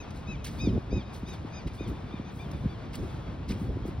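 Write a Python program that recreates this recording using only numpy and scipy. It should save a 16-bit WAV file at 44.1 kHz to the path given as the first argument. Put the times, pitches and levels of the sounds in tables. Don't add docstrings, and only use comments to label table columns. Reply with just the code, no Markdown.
import sys
import numpy as np
from scipy import signal
from scipy.fft import rfft, irfft
from scipy.io import wavfile
from scipy.ndimage import uniform_filter1d

SR = 44100
rng = np.random.default_rng(int(sys.argv[2]) if len(sys.argv) > 2 else 0)


def transcribe(signal):
    frames = np.atleast_2d(signal).T
    limited = np.clip(frames, -1, 1)
    pcm = np.round(limited * 32767).astype(np.int16)
    wavfile.write(sys.argv[1], SR, pcm)


N = 176400

# pitch_hz, level_db
TRAFFIC_TONE = [(110, -77.5), (300, -76), (1000, -80.5), (2000, -90.5), (2450, -90.5), (3000, -94),
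                (3600, -94.5), (6200, -106), (9000, -118), (15000, -127)]
# pitch_hz, likeness_0_to_1
TRAFFIC_LIKENESS = [(1000, 0.51), (8000, 0.97)]
# pitch_hz, lean_db
TRAFFIC_LEAN = [(600, 4.5), (2800, 0.5)]
# pitch_hz, level_db
RUMBLE_TONE = [(22, -85), (55, -56.5), (100, -58), (200, -64), (330, -73), (8000, -160)]
# time_s, gain_db
RUMBLE_SWELL = [(0, -8), (.35, 2), (1.04, -6.5), (1.12, -2), (2.3, -2.5), (2.6, 1), (3.44, -2), (3.6, 1)]
# middle_s, half_length_s, gain_db
GUSTS = [(0.666, 0.13, -1), (0.757, 0.079, 2), (0.953, 0.11, 1), (1.666, 0.03, -1.5), (1.888, 0.15, -6.5),
         (2.655, 0.034, 2), (3.015, 0.12, -4.5), (3.518, 0.091, -3), (3.662, 0.18, -7), (3.891, 0.02, -2)]
# pitch_hz, level_db
GUST_TONE = [(25, -68), (55, -47), (110, -50), (330, -57), (600, -73), (5000, -157)]
# top_s, length_s, top_pitch_hz, gain_db, treble_db_per_octave, notch_hz
BIRD_CALLS = [(-.018, 0.12, 1310, -46, 5, 4840), (0.299, .122, 1293, -45.5, -2, 4640),
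              (0.624, 0.13, 1262, -43.5, -1.5, 8200), (0.948, 0.14, 1265, -48, -2.5, 8800),
              (1.077, 0.15, 1259, -58.5, 1, 5850), (1.294, 0.12, 1271, -47.5, 7.5, 5450),
              (1.553, 0.14, 1244, -49, -2, 3380), (1.813, .12, 1234, -49.5, 2.5, 5470),
              (2.141, 0.096, 1220, -55, -6, 5460), (2.272, 0.092, 1234, -56.5, 3.5, 4730),
              (2.416, 0.1, 1204, -52.5, -0.5, 5240), (2.547, 0.089, 1220, -61.5, -4, 6200),
              (2.71, 0.11, 1160, -57.5, 3, 6100)]
# pitch_hz, gain_db
THROAT_TONE = [(1250, -20.5), (2500, -1.5), (3100, 3.5), (3780, -2.5), (5000, -4.5), (6300, -9),
               (7700, -37), (12000, -37)]
# pitch_hz, lean_db
BIRD_LEAN = [(2500, 6.5), (3750, 2), (5000, -3.5), (6200, -1)]
# peak_s, decay_s, gain_db, treble_db_per_octave
RUBS = [(0.108, 0.0056, -13.5, -1), (.161, 0.044, -17.5, -0.5), (0.448, 0.013, 0, 1.5),
        (0.466, 0.023, -3, 0), (1.145, 0.04, -12.5, 1.5), (1.286, 0.022, -13, -3),
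        (1.336, 0.021, -14, -1.5), (1.675, 0.011, -10, -3.5), (1.745, 0.036, -17, 2),
        (1.884, 0.03, -15.5, 3.5), (2.36, 0.11, -22.5, 5.5), (2.515, 0.0045, -8, 2),
        (2.937, 0.019, -8.5, -1), (2.954, 0.0094, -3, 2), (3.497, 0.034, -5, -2), (3.601, 0.064, -21.5, 7),
        (3.867, 0.033, -18.5, 6)]
# pitch_hz, level_db
RUB_TONE = [(500, -102), (2200, -78.5), (3000, -82.5), (4000, -79), (6000, -83.5), (12000, -94),
            (15500, -96)]
# start_s, peak_db, half_length_s
THUMPS = [(.671, -16, 0.022), (0.776, -24, 0.016), (.927, -22, 0.015), (1.23, -26.5, 0.026),
          (1.447, -29, 0.023), (1.807, -25, 0.018), (2.138, -26, 0.025), (2.195, -26.5, 0.026),
          (2.654, -21, 0.031), (3.504, -27, 0.022), (3.768, -26.5, 0.02), (3.852, -27.5, 0.018)]
# pitch_hz, left_lead_radians
WIDENING = [(0, 0), (1000, -.1), (2700, 1.3), (3800, .6), (5500, 1.4), (9800, 6.1), (11000, 6.4),
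            (16000, 12.4)]


def amp(db):
    return 10 ** (np.asarray(db) / 20)


def read(points, hz):
    pitches, values = np.transpose(points)
    return np.interp(np.log(hz + 1), np.log(pitches), values)


def add(mix, start_s, sound):
    at = round(start_s * SR)
    sound = sound[..., max(-at, 0):]
    part = mix[..., max(at, 0):][..., :sound.shape[-1]]
    part += sound[..., :part.shape[-1]]


def wander(size, rate_hz):
    keep_slow = np.exp(-(np.fft.rfftfreq(N, 1 / SR) / rate_hz) ** 2)
    slow = irfft(rfft(rng.standard_normal(N)) * keep_slow, N)
    return (slow / slow.std())[:size]


def lean(db):
    return amp(np.array([db, -db]) / 2)


def noise(tone, size, likeness, gain=1):
    hz = np.fft.rfftfreq(size, 1 / SR)
    left, other = rfft(rng.standard_normal((2, size)))
    right = likeness * left + np.sqrt(1 - likeness ** 2) * other
    return irfft(np.array([left, right]) * gain * amp(read(tone, hz)) * np.sqrt(SR / 2), size)


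def traffic(waver_db=1.1):
    hz = np.fft.rfftfreq(N, 1 / SR)
    wash = noise(TRAFFIC_TONE, N, read(TRAFFIC_LIKENESS, hz), lean(read(TRAFFIC_LEAN, hz)))
    return wash * amp(waver_db * wander(N, rate_hz=12))


def wind(lumpy_db=2):
    force = np.zeros(N)
    for middle_s, half_s, db in GUSTS:
        add(force, middle_s - half_s, amp(db) * np.hanning(int(2 * half_s * SR)) ** 2)
    swell = amp(np.interp(np.arange(N) / SR, *np.transpose(RUMBLE_SWELL)))
    rumble = noise(RUMBLE_TONE, N, likeness=0.96) * swell
    gusts = noise(GUST_TONE, N, likeness=0.93) * force
    return (rumble + gusts) * amp(lumpy_db * wander(N, rate_hz=26.3))


def bird_call(top_s, length_s, top_hz, db, treble_db, notch_hz):
    rise, swell, fade = 0.34, 0.25, 0.48
    jitter, flutter_db, notch_db, notch_width_hz = 0.0018, 2.5, 11.5, 1070
    progress = np.arange(0, length_s, 1 / SR) / length_s
    scoop = 0.17 * abs(1 - progress / rise) ** 2.5
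    drop = 0.29 * abs((progress - rise) / (1 - rise)) ** 2.5
    arch = 1 - np.where(progress < rise, scoop, drop)
    hz = top_hz * arch * (1 + jitter * wander(len(progress), rate_hz=50))
    phase = 2 * np.pi * np.cumsum(hz) / SR
    loudness = np.minimum(progress / swell, 1) * np.minimum((1 - progress) / fade, 1)
    out = np.zeros((2, len(progress)))
    for k in range(1, 11):
        tone_db = read(THROAT_TONE, k * hz) + treble_db * np.log2(min(k, 5) / 3)
        tone_db -= notch_db * np.exp(-((k * hz - notch_hz) / notch_width_hz) ** 2)
        tone_db += flutter_db * wander(len(progress), rate_hz=49)
        out += lean(read(BIRD_LEAN, k * hz)) * amp(tone_db) * np.sin(k * phase)
    return top_s - rise * length_s, amp(db) * loudness * out


def birds(flock_calls=30, flock_hz=1287, sag_hz_per_s=46):
    out = np.zeros((2, N))
    for row in BIRD_CALLS:
        add(out, *bird_call(*row))
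    for k, (nudge, detune) in enumerate(rng.uniform(-1, 1, (flock_calls, 2))):
        top_s = (k + nudge / 2) / flock_calls * N / SR
        hz = flock_hz - sag_hz_per_s * top_s + 20 * detune
        add(out, *bird_call(top_s, length_s=0.127, top_hz=hz, db=-66, treble_db=-3, notch_hz=0))
    return out


def with_echoes(calls, scatter_s=0.51, scatter_db=-20, wall_s=0.086, wall_db=-15.5):
    t = np.arange(SR // 2) / SR
    tail = rng.standard_normal((2, len(t))) * amp(-60 * t / scatter_s)
    scatter = signal.fftconvolve(calls, tail / np.linalg.norm(tail[0]), axes=1)[:, :N]
    out = calls + amp(scatter_db) * scatter
    add(out, wall_s, amp(wall_db) * calls)
    return out


def finger_rubs(grain_db=4, grain_width_hz=750, slide_db=-16, slide_s=0.24):
    out, size = np.zeros((2, N)), SR // 2
    t, hz = np.arange(size) / SR, np.fft.rfftfreq(size, 1 / SR)
    for peak_s, decay_s, db, treble_db in RUBS:
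        tilt = amp(treble_db * np.log2((hz + 1) / 6000))
        bands_hz, _, grains = signal.stft(noise(RUB_TONE, size, likeness=0.99, gain=tilt), SR)
        grit = rng.standard_normal(grains[0].shape)
        grit = uniform_filter1d(grit, int(grain_width_hz / bands_hz[1]), axis=0)
        hiss = signal.istft(grains * amp(grain_db * grit / grit.std()))[1][:, :size]
        rise_s = 0.6 * decay_s
        after_s = np.maximum(t - rise_s, 0)
        slip = np.exp(-(after_s / decay_s) ** 2)
        slide = amp(slide_db) * np.exp(-(after_s / slide_s) ** 2)
        loudness = np.minimum(t / rise_s, 1) * (slip + slide)
        add(out, peak_s - rise_s, hiss * loudness * amp(db))
    return out


def wind_thumps(cycles=3.697, pitch_fall=3.07, rise=0.23):
    out = np.zeros((2, N))
    for start_s, db, half_s in THUMPS:
        age = np.arange(0, 2 * half_s, 1 / SR) / half_s
        turns = cycles * (1 - np.exp(-pitch_fall * age))
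        loudness = (age / rise * np.exp(1 - age / rise)) ** 2
        add(out, start_s, amp(db) * loudness * np.sin(2 * np.pi * turns))
    return out


def scene():
    return traffic() + wind() + finger_rubs() + with_echoes(birds()) + wind_thumps()


def record(dry, low_cut_hz=32, high_cut_hz=15850):
    lead = np.interp(np.fft.rfftfreq(2 * N, 1 / SR), *np.transpose(WIDENING))
    mirrored = np.hstack([dry, dry[:, ::-1]])
    pair = irfft(rfft(mirrored) * np.exp(0.5j * np.array([lead, -lead])))[:, :N]
    pair = signal.sosfilt(signal.butter(2, low_cut_hz, "highpass", fs=SR, output="sos"), pair)
    pair *= signal.windows.tukey(N, 0.002)
    high_cut = signal.firwin(511, high_cut_hz, window=("kaiser", 9), fs=SR)
    return signal.oaconvolve(pair, high_cut[None], "same")


dry = scene()
out = record(dry)
transcribe(out)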